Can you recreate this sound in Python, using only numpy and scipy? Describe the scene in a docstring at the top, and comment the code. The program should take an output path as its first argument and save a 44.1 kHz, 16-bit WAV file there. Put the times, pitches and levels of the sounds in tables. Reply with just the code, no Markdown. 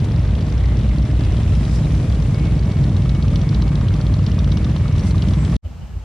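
"""A V-twin motorcycle throbs along in a slow procession, heard from its seat through a peak limiter.
Each firing sends a push of gas that rings the exhaust pipe. The bike just ahead, a loping neighbour
and the column beyond throb at their own speeds. Valves tick as the bike ahead drops to idle, engines
clatter and knock, tyres hiss and a brake sings faintly. After a short silence the column is heard
from far across a lawn, with a few soft thuds."""
import sys
import numpy as np
from scipy import signal
from scipy.fft import rfft, irfft
from scipy.io import wavfile
from scipy.ndimage import uniform_filter1d, minimum_filter1d

SR = 44100
rng = np.random.default_rng(int(sys.argv[2]) if len(sys.argv) > 2 else 0)


def generate_wav(sig):
    """Save sig (samples, or channels by samples) to the path in sys.argv[1] as 16-bit PCM at SR."""
    pcm = np.round(np.clip(np.atleast_2d(sig).T, -1, 1) * 32767).astype(np.int16)
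    wavfile.write(sys.argv[1], SR, pcm)


N = 266364
TIME, HZ = np.arange(N) / SR, np.fft.rfftfreq(N, 1 / SR)
RIDE_END_S, LAWN_START_S = 5.567, 5.619


# our engine's speed in four-stroke cycles a second (t/s, speed/Hz)
OWN_SPEED = [(0, 10.62), (.7, 10.53), (1.2, 10.38), (1.8, 10.58), (2.4, 10.5), (3.2, 10.58), (4, 10.52),
             (4.4, 10.58), (4.75, 10.42), (5.5, 10.56)]
# how loud our exhaust is (t/s, level/dB)
OWN_DB = [(0, -25), (1.3, -26.5), (1.8, -23), (3.2, -18), (4.2, -21), (5.5, -21)]
# our silencer's short, hollow bark (f/Hz, level/dB)
OWN_PIPE = [(20, -31.5), (42, -20.5), (63, -12), (84, -3.5), (105, -10), (126, 0.5), (147, 1.5), (190, -6),
            (215, -6), (260, -19), (320, -26.5), (380, -32), (600, -41), (1000, -43.5), (1300, -61),
            (2200, -120)]
OWN_START = .012  # first firing, as a share of a cycle

def own_bike():
    """Our two cylinders fire almost evenly into the silencer. 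Gives the sound and the firings."""
    fire = firings(curve(OWN_SPEED), OWN_START, lag=.497, uneven_db=1)
    bark = exhaust(fire, band(OWN_PIPE) + body_db(), gas=.22, gas_s=.012)
    return gain_of(curve(OWN_DB)) * bark, fire


def firings(speed, start, lag, uneven_db, jitter_s=.0002):
    """One kick per cylinder per cycle, the second `lag` of a cycle later; no two burns are alike."""
    cycles, out = np.cumsum(speed) / SR - start, np.zeros(N)
    for offset in (0, lag):
        at = np.flatnonzero(np.diff(np.floor(cycles - offset)))
        late, size = rng.standard_normal((128, 2))[:len(at)].T
        at = np.clip(at + (late * jitter_s * SR).astype(int), 0, N - 1)
        out[at] += gain_of(uneven_db * size)
    return out


def exhaust(fire, pipe_db, gas, gas_s):
    """Each firing is a jump in pressure and a gust of swirling gas; both ring the pipe."""
    gust = np.sqrt(fade(fire ** 2, gas_s)) * rng.standard_normal(N)
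    return evened(ring(gas * evened(gust) - evened(fire), pipe_db))


# the notes at which our bike's body rings (f/Hz, width/Hz, boost/dB)
BODY = [(56.5, 7.5, 3), (141.1, 17.3, 2.5), (313.4, 14, 10), (608, 60, 3.5)]

def body_db():
    """The bike's body boosts any sound near its own notes."""
    return sum(db / (1 + (2 * (HZ - hz) / width) ** 2) for hz, width, db in BODY)


# the bike ahead rolls, then drops to idle (t/s, speed/Hz)
AHEAD_SPEED = [(0, 10.45), (1.6, 10.45), (1.8, 8.22), (2.9, 8.02), (3.25, 7.51), (3.7, 7.58), (4.2, 8.01),
               (4.6, 7.78), (4.72, 8.52), (4.95, 8.77), (5.5, 8.81)]
# how loud its exhaust is (t/s, level/dB)
AHEAD_DB = [(0, -20), (1.4, -22.5), (2.1, -26.5), (3, -17), (3.6, -21.5), (4.4, -19.5), (5.5, -19.5)]
# the ring of its pipes, and of the column's (f/Hz, level/dB)
PIPE = [(13, -36.5), (24, -28.5), (33, -10), (42, -9), (59, 1.5), (129, -3), (203, -12), (283, -17.5),
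        (317, -21), (378, -29), (554, -40), (610, -29), (671, -40), (1000, -39.5), (1300, -58.5),
        (2200, -120)]
AHEAD_START = .456  # first firing, as a share of a cycle

def bike_ahead():
    """Its pipes point back at us, so we hear more bark than boom. Gives the sound and the firings."""
    fire = firings(curve(AHEAD_SPEED), AHEAD_START, lag=.42, uneven_db=1.2)
    facing_db = read([(40, -10.5), (77, 1.5), (95, 10), (110, -.5), (128, 4), (160, 1.5), (200, -2.5),
                      (300, -2), (600, .5)], HZ)
    bark = exhaust(fire, band(PIPE) + facing_db, gas=.35, gas_s=.0073)
    return gain_of(curve(AHEAD_DB)) * bark, fire


# how loud the neighbour is (t/s, level/dB)
NEIGHBOUR_DB = [(0, -27.5), (1.5, -22), (3, -19.5), (5.5, -21.5)]
# the thump of its open pipes (f/Hz, level/dB)
NEIGHBOUR_PIPE = [(15, -28.5), (42, -15.5), (59, 3.5), (76, -5.5), (93, 3), (125, -0.5), (160, -2),
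                  (210, -9), (270, -12), (400, -30.5), (1000, -41), (2200, -120)]

def neighbour(idle_hz=8.42):
    """A bike idles nearby, loping: a short gap between firings, then a long one."""
    fire = firings(idle_hz * (1 + .005 * drift(.6)), start=.3, lag=.29, uneven_db=1.2)
    thump = exhaust(fire, band(NEIGHBOUR_PIPE) + body_db(), gas=.22, gas_s=.01)
    return gain_of(curve(NEIGHBOUR_DB)) * thump


# the bikes further up the column (speed/Hz, relative level/dB)
COLUMN = [(8.2, -31.5), (9.65, -28), (11.3, -30), (12.7, -31), (7.4, -28.5)]

def column():
    """Five wandering engines blur into one echoing rumble. Gives the sound and the firings."""
    fire = np.zeros(N)
    for rate, db in COLUMN:
        speed = rate * (1 + .02 * drift(.6))
        fire += gain_of(db) * firings(speed, rng.random(), lag=.43, uneven_db=2, jitter_s=.0003)
    distance_db = read([(35, -9), (48, 0), (59, 5), (70, -1.5), (95, 1), (120, -1), (150, -2.5),
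                        (200, 0), (300, -4.5), (470, 4), (800, -7)], HZ)
    rumble = exhaust(fire, band(PIPE) + distance_db + .5 * body_db(), gas=.31, gas_s=.011)
    return gain_of(-15.5) * outdoors(rumble, t60=.55, wet=.85), fire


# the two valves ahead (offset/dB, ring f/Hz, scatter/Hz, dB lost per Hz of speed above idle)
VALVES = [(3.5, 3720, 450, 2), (1.5, 2600, 170, 7.5)]
# their ticks grow as that bike comes near (t/s, base level/dB)
TICK_DB = [(0, -44.5), (1.7, -42), (2.5, -40.5), (3.3, -36), (4.5, -38), (5.5, -34.5)]
# the valve closings that stand out (t/s, level/dB, ring f/Hz)
HARD_TICKS = [(.3511, -36, 3290), (.8894, -38, 3010), (.9837, -35.5, 4300), (1.2062, -37, 3210),
              (1.3673, -34, 3680), (1.6511, -36, 3970), (2.1226, -36.5, 3350), (2.3445, -35, 4960),
              (2.5915, -36.5, 4470), (2.9656, -33.5, 3830), (3.0928, -30.5, 4100), (3.2245, -32, 4400),
              (3.3572, -28.3, 4060), (3.4146, -33.5, 3330), (3.4904, -33, 4670), (3.5458, -30.5, 3870),
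              (3.6206, -29.5, 3960), (3.7538, -32, 3750), (3.8831, -31.5, 3800), (4.0665, -31, 3300),
              (4.139, -33, 4270), (4.2642, -29.3, 4370), (4.3166, -30, 3050), (4.3894, -31, 3670),
              (4.4438, -32, 2950), (4.5176, -30, 3900), (4.5715, -31, 2850), (4.6448, -31.5, 3620),
              (4.9806, -34.5, 3470), (5.1801, -34.5, 3600), (5.221, -28, 3190), (5.2844, -35.5, 3170)]

def valves(idle_hz=7.6, uneven_db=.9):
    """Each valve ahead ticks shut once a cycle; one of them is loose only at slow idle."""
    out = np.zeros((2, N))
    level_db, above_idle = curve(TICK_DB), curve(AHEAD_SPEED) - idle_hz
    for phase, (db, ring_hz, scatter_hz, lost_db) in zip((.585, .01), VALVES):
        for s in beats(AHEAD_SPEED, AHEAD_START + phase, skip=HARD_TICKS):
            force, pitch = rng.standard_normal(2)
            at = round(s * SR)
            peak_db = level_db[at] + db - lost_db * above_idle[at] + uneven_db * force
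            add(out, s, gain_of(peak_db) * tick(ring_hz + scatter_hz * pitch))
    for s, db, ring_hz in HARD_TICKS:
        add(out, s, gain_of(db) * tick(ring_hz))
    return out


# the ring of a rocker box, the metal cover over the valves (f/Hz, level/dB)
ROCKER_BOX = [(900, -25), (2300, -15), (3000, -1), (3700, -1.5), (4500, -2.5), (5200, -6), (5850, -2),
              (6400, -16), (8600, -27.5), (9700, -21), (11000, -33), (14000, -31)]

def tick(ring_hz, boost_db=8, half_width_hz=470):
    """One valve closes and the rocker box rings, boosted near one note."""
    hz = np.fft.rfftfreq(2048, 1 / SR)
    colour_db = band(ROCKER_BOX, hz) + boost_db / (1 + ((hz - ring_hz) / half_width_hz) ** 2)
    return clack(colour_db, rise_s=.0003, decay_s=.0037, width=.31)


def clack(colour_db, rise_s, decay_s, width):
    """A burst of tiny metal contacts rings the part that they hit."""
    t = np.arange(2048) / SR
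    contacts = rng.standard_normal((2, len(t))) * (1 - np.exp(-t / rise_s)) * np.exp(-t / decay_s)
    mid, side = ring(contacts, colour_db)
    loudest = np.sqrt(uniform_filter1d(mid ** 2, 88).max())
    return spread(mid, width * side) / loudest


# the regular knocking grows (t/s, base level/dB)
SLACK_DB = [(0, -45), (2, -41), (2.6, -37), (3.7, -34.5), (5.5, -35.5)]
# the knocks that stand out (t/s, level/dB)
HARD_KNOCKS = [(3.2419, -35), (3.4325, -35), (3.5263, -33), (3.6216, -34), (3.8111, -32), (4.0017, -34),
               (4.3793, -33), (4.5704, -35), (4.7605, -31.5), (4.8557, -33), (4.9525, -35), (5.1445, -28),
               (5.5277, -31.5)]
# the ring of the drive-train case (f/Hz, level/dB)
CASE = [(500, -15), (900, -6), (1200, 4), (1450, -10), (2500, -20), (5000, -28)]

def knocks(uneven_db=.8, hum_db=-3):
    """Our drive train takes up its slack after each firing, harder for the front cylinder."""
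    out, t, hz = np.zeros((2, N)), np.arange(2048) / SR, np.fft.rfftfreq(2048, 1 / SR)
    # each knock also sets the body humming on its two upper notes
    hum = sum(np.sin(2 * np.pi * f * t) * np.exp(-np.pi * width * t) for f, width, _ in BODY[2:])
    hum *= gain_of(hum_db) * (1 - t / t[-1])
    regular = []
    for phase, cylinder_db in ((.109, -1), (.613, -5)):
        for s in beats(OWN_SPEED, OWN_START + phase, skip=HARD_KNOCKS):
            regular.append((s, curve(SLACK_DB, s) + cylinder_db + uneven_db * rng.standard_normal()))
    for s, db in regular + HARD_KNOCKS:
        case_db = band(CASE, hz * (1 + .05 * rng.standard_normal()))  # each knock lands differently
        add(out, s, gain_of(db) * (clack(case_db, rise_s=.00067, decay_s=.0035, width=.34) + hum))
    return out


# the tone of the engines' clatter, before shading (f/Hz, level/dB)
CLATTER = [(220, -11.5), (380, 2), (556, -3.5), (614, -5.5), (849, -11.5), (1210, -12), (1390, -15),
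           (2060, -16), (2210, -17), (2510, -17.5), (3730, -18), (5620, -26.5), (6940, -31.5), (10000, -41),
           (11000, -43.5), (14400, -64), (22000, -120)]
# how loud it is (t/s, base level/dB)
CLATTER_DB = [(0, -38.5), (.45, -38), (.7, -37.5), (1.05, -38.5), (1.4, -37), (2.1, -37.5), (3, -38),
              (3.7, -37.5), (4.5, -37.5), (5.5, -36.5)]
# exhausts rasp under load, lifting its lowest band (t/s, boost/dB)
RASP_DB = [(0, 2.5), (.7, 3), (.9, 0), (2.1, 2.5), (2.9, 2), (3.3, 2), (4.5, 0), (5.5, -1)]

def clatter(shake, delay_s=.012, taps_per_s=160):
    """Chains and gears rattle just after every firing; each pitch band has its own stray taps."""
    bursts = fade(np.roll(shake, round(delay_s * SR)) ** 2, .0034)
    shading_db = read([(400, -3), (900, 1), (2500, .5), (4000, -3.5), (7000, -5.5), (11000, -3.5)], HZ)
    noise = rfft(wide_noise(band(CLATTER) + shading_db))
    edges_hz, out = (0, 850, 1700, 3200, 6200, SR), np.zeros((2, N))
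    for low, high in zip(edges_hz, edges_hz[1:]):
        hits = (rng.random(N) < taps_per_s / SR) * rng.exponential(1, N)
        taps = fade(hits ** 2, .0024)
        power = .7 + .41 * bursts / bursts.mean() + .045 * taps / taps.mean()
        load_db = curve(RASP_DB) if low == 0 else 0
        out += gain_of(load_db) * np.sqrt(power) * irfft(noise * ((HZ >= low) & (HZ < high)), N)
    return gain_of(curve(CLATTER_DB)) * out


# light ticks from the bikes further ahead (t/s, level/dB)
STRAY_DB = [(0, -42), (1.3, -40), (2.3, -41), (3, -45), (4.5, -44), (5.5, -41.5)]

def stray_ticks(count=130, ring_hz=(2800, 6100), uneven_db=1.5):
    """The valves of other bikes, in step with nothing near, make a fine rattle."""
    out = np.zeros((2, N))
    for when, pitch, force in rng.random((count, 3)):
        s = when * RIDE_END_S
        db = curve(STRAY_DB, s) + uneven_db * (2 * force - 1)
        add(out, s, gain_of(db) * tick(np.interp(pitch, (0, 1), ring_hz)))
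    return out


# light clinks of tappets and other small parts (t/s, level/dB)
CLINKS_DB = [(0, -52), (1.3, -47), (2.8, -54), (5.5, -54)]

def clinks(count=5000):
    """Small metal parts are shaken, each ringing briefly on its own note."""
    t, out = np.arange(1024) / SR, np.zeros((2, N))
    shape = np.exp(-t / .002) * (1 - np.exp(-t / .0004))
    for when, pitch, size, direction in rng.random((count, 4)):
        hz = 1800 + 2300 * pitch
        lead = (direction - .5) * np.array([[1], [-1]]) * np.pi / 2  # one side's wave comes earlier
        add(out, when * N / SR, size * shape * np.sin(2 * np.pi * hz * t + lead))
    return gain_of(curve(CLINKS_DB)) * evened(out)


# each squeeze of a brake (t/s, length/s, f/Hz, level/dB)
SQUEEZES = [(2.32, .24, 2219, -48), (2.36, .23, 2182, -55), (2.54, .3, 2221, -51.3),
            (3.04, .25, 2225, -50.5), (3.32, .49, 2230, -52.5), (3.82, .18, 2175, -54),
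            (4.31, .18, 2485, -55.5), (4.49, .19, 2225, -51.5), (4.795, .23, 2227, -50.5),
            (4.99, .27, 2087, -53)]

def brake(drag_hz=2163, drag_db=-65, attack_s=.026, release_s=.085):
    """Brake discs sing a different wavering note at each squeeze, and barely drag in between."""
    def note(hz):
        wavering_hz = hz * (1 + .003 * drift(70))
        return evened(np.sin(2 * np.pi * np.cumsum(wavering_hz) / SR))
    song = gain_of(drag_db) * note(drag_hz)
    for s, length, hz, db in SQUEEZES:
        grip = np.clip(np.minimum((TIME - s) / attack_s, (s + length - TIME) / release_s), 0, 1)
        song += gain_of(db) * grip * note(hz)
    return spread(song * gain_of(1.4 * drift(18)), 0)


# brief midrange rattles and rasps, and a few high squeaks (t/s, length/s, f/Hz, width/Hz, level/dB)
RATTLES = [(0.52, 0.34, 2030, 398, -48.5), (0.892, 0.039, 2140, 300, -42), (1.11, 0.29, 2750, 497, -49.5),
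           (1.46, 0.41, 5030, 990, -53), (1.678, 0.15, 5140, 800, -49), (2.32, 0.28, 2580, 597, -50),
           (3.45, 0.58, 1005, 350, -46.5), (5.33, .14, 2140, 398, -47.5), (5.356, 0.13, 7770, 804, -51.5)]

def noise_swells(rows):
    """Short swells of noise, each gathered around one note."""
    out = np.zeros((2, N))
    for s, length, hz, width, db in rows:
        count = round(length * SR)
        resonance = 1 / (1 + (2 * (np.fft.rfftfreq(count, 1 / SR) - hz) / width) ** 2)
        mid, side = evened(irfft(rfft(rng.standard_normal((2, count))) * resonance, count))
        add(out, s, gain_of(db) * spread(mid, .67 * side) * np.sqrt(np.hanning(count)))
    return out


# the tone of tyres and soles on the pavement (f/Hz, level/dB)
HISS = [(2500, -27.5), (4200, -1), (5200, 0), (6600, -2.5), (8200, -5), (10300, -7.5), (11400, -23.5),
        (14000, -25.5)]
# tyre hiss, strongest while the bike rolls up (t/s, level/dB)
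HISS_DB = [(0, -57), (1, -55), (1.7, -50.5), (2.6, -54), (4.8, -55), (5.5, -51.5)]
# soles scuffing (middle t/s, length/s, level/dB)
SCUFFS = [(.05, 0.023, -46.5), (1.74, 0.073, -46), (4.99, 0.033, -50), (5.08, 0.089, -46.5)]

def hiss():
    """Tyres and soles rub over the pavement."""
    level = np.hypot(gain_of(curve(HISS_DB)), swells(SCUFFS))
    return level * gain_of(.5 * drift(30)) * wide_noise(band(HISS))


# the column's rumble from afar (f/Hz, level/dB)
FAR_RUMBLE = [(15, -43), (25, -22), (54, -1.5), (75, -1), (118, -11), (150, -14), (179, -16.5), (331, -35),
              (500, -42), (650, -47), (1100, -120)]
# soft low thuds, like footsteps or a hand bumping the microphone (t/s, level/dB)
THUDS = [(5.657, -31), (5.832, -32), (5.966, -31)]
# open air over the lawn (f/Hz, level/dB)
AIR = [(180, 0), (300, -11.5), (540, -9), (850, -7), (973, -14), (1220, -12), (1890, -20.5), (2930, -17.5),
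       (3510, -24.5), (3960, -23), (8810, -32.5), (10400, -47), (11000, -38.5), (14400, -38), (22000, -120)]
# faint rustles and chirps there (t/s, length/s, f/Hz, width/Hz, level/dB)
RUSTLES = [(5.643, .034, 2980, 150, -55.5), (5.645, .028, 520, 140, -46), (5.808, .04, 2960, 190, -56),
           (5.86, .11, 1700, 60, -61)]

def far_column(rumble_db=-32, air_db=-47.5, thud_s=.05):
    """From across the lawn one hears a low rumble, soft thuds, the air and a few rustles."""
    fire = sum(firings(np.full(N, rate), rng.random(), lag=.43, uneven_db=1.5, jitter_s=.001)
               for rate, _ in COLUMN)
    rumble = outdoors(exhaust(fire, band(FAR_RUMBLE), gas=.94, gas_s=.016), t60=.26, wet=.94)
    thuds = swells([(s, thud_s, db) for s, db in THUDS]) * rumble  # they borrow the rumble's low tone
    air = gain_of(air_db) * wide_noise(band(AIR))
    return gain_of(rumble_db) * rumble + thuds + air + noise_swells(RUSTLES)


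def outdoors(x, t60, wet):
    """Ground, trees and a wall scatter back a short echo that falls 60 dB in t60 seconds."""
    t = np.arange(SR // 2) / SR
    tail = rng.standard_normal(len(t)) * gain_of(-60 * t / t60) * (t > .012)
    return evened(x + wet * signal.fftconvolve(x, tail / np.linalg.norm(tail))[:N])


# how wide the noises sound (f/Hz, side level against the middle/dB)
WIDTH = [(60, -43), (110, -15), (190, 11.5), (340, -25.5), (600, -6.5), (1060, -6), (1890, -4), (3360, -8),
         (5970, 1), (10600, 2.5)]

def wide_noise(db):
    """Stereo noise with the given tone, nearly mono in the deep bass."""
    mid, side = rfft(rng.standard_normal((2, N))) * gain_of(db)
    mid, side = irfft(mid, N), irfft(side * gain_of(read(WIDTH, HZ)), N)
    return spread(mid, side) / mid.std()


def gain_of(db):
    """Decibels to amplitude."""
    return 10 ** (np.asarray(db) / 20)


def evened(x):
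    """Scales to an average (rms) level of 1."""
    return x / np.sqrt(np.mean(x ** 2) + 1e-20)


def curve(rows, t=TIME):
    """Joins rows of (t/s, value) with straight lines."""
    return np.interp(t, *np.transpose(rows))


def read(points, hz):
    """Joins rows of (f/Hz, value) along a pitch scale."""
    f, value = np.transpose(points)
    return np.interp(np.log(hz + 1), np.log(f + 1), value)


def band(points, hz=HZ):
    """A tone shape in dB that falls 24 dB an octave beyond its ends."""
    below = np.maximum(np.log2(points[0][0] / (hz + 1)), 0)
    above = np.maximum(np.log2((hz + 1) / points[-1][0]), 0)
    return read(points, hz) - 24 * (below + above)


def ring(x, db):
    """Filters so that a blow rings after it lands, never before (minimum phase)."""
    log_gain = np.log(gain_of(np.maximum(db, -100)))
    mirrored = np.concatenate([log_gain, log_gain[-2:0:-1]])
    response = np.exp(np.conj(signal.hilbert(mirrored)))[:len(db)]
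    return irfft(rfft(x) * response, x.shape[-1])


def drift(top_hz):
    """A random wobble of average size 1, no faster than top_hz."""
    rates = top_hz * rng.uniform(.1, 1, 12)
    wobble = sum(np.sin(2 * np.pi * (f * TIME[::100] + rng.random())) for f in rates)
    return evened(wobble).repeat(100)[:N]


def fade(x, seconds):
    """Gives each kick a dying tail."""
    return signal.lfilter([1], [1, -np.exp(-1 / (seconds * SR))], x)


def swells(rows):
    """Smooth humps from rows of (middle t/s, length/s, level/dB)."""
    return sum(gain_of(db) * np.cos(np.pi * np.clip((TIME - s) / length, -.5, .5))
               for s, length, db in rows)


def beats(speed, phase, skip):
    """The times when an engine passes one point of its cycle, except near the events in `skip`."""
    cycles = np.cumsum(curve(speed)) / SR - phase
    times = TIME[np.flatnonzero(np.diff(np.floor(cycles)))]
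    return [s for s in times if all(abs(s - row[0]) > .01 for row in skip)]


def spread(mid, side):
    """Left and right from a middle and a side signal."""
    return np.array([mid + side, mid - side])


def add(mix, s, sound):
    """Mixes a stereo sound in at time s."""
    part = mix[:, max(round(s * SR), 0):][:, :sound.shape[1]]
    part += sound[:, :part.shape[1]]


def scene():
    """The ride, a moment of silence, then the column from across the lawn."""
    own, own_fire = own_bike()
    ahead, ahead_fire = bike_ahead()
    others, column_fire = column()
    shake = evened(own_fire) + .38 * evened(ahead_fire) + 3.5 * evened(column_fire)
    ride = own + ahead + neighbour() + others + valves() + knocks() + clatter(shake)
    ride += stray_ticks() + clinks() + brake() + noise_swells(RATTLES) + hiss()
    fade_out = np.clip((RIDE_END_S - TIME) / .002, 0, 1)
    fade_in = np.clip((TIME - LAWN_START_S) / .032, 0, 1) ** 2
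    return ride * fade_out + far_column() * fade_in


# how far the left microphone's wave leads the right's (f/Hz, phase/radians)
MIC_PHASE = [(25, .3), (60, 0.15), (125, 0.13), (250, 0), (700, 0), (1200, .35), (2500, -.1), (4000, 0),
             (5700, .6), (11000, .8)]
# how much louder the left one is (f/Hz, level/dB)
MIC_BALANCE = [(60, 0), (340, -.3), (600, -0.7), (1060, -.7), (1890, 2.5), (3360, 2.5), (5970, -3),
               (10600, 0.5)]

def record(dry):
    """Two slightly unlike microphones feed a limiter that turns peaks down: bass fully, treble partly."""
    crossover_hz, top_hz = 450, 14500
    ceiling, hold_samples = .45, 900
    treble_share, treble_db = .55, -1
    left = gain_of(read(MIC_BALANCE, HZ) / 2) * np.exp(.5j * read(MIC_PHASE, HZ))
    spectrum = rfft(dry) * np.array([left, 1 / left])
    full = irfft(spectrum, N)
    bass = irfft(spectrum / (1 + (HZ / crossover_hz) ** 4), N)
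    allowed = np.minimum(1, ceiling / (abs(full).max(0) + 1e-9))
    duck = uniform_filter1d(minimum_filter1d(allowed, hold_samples), hold_samples)  # dips before a peak
    limited = bass * duck + (full - bass) * duck ** treble_share * gain_of(treble_db)
    lowpass = signal.firwin(511, top_hz, window=("kaiser", 9), fs=SR)
    return signal.oaconvolve(limited, lowpass[None], "same")


dry = scene()
out = record(dry)
generate_wav(out)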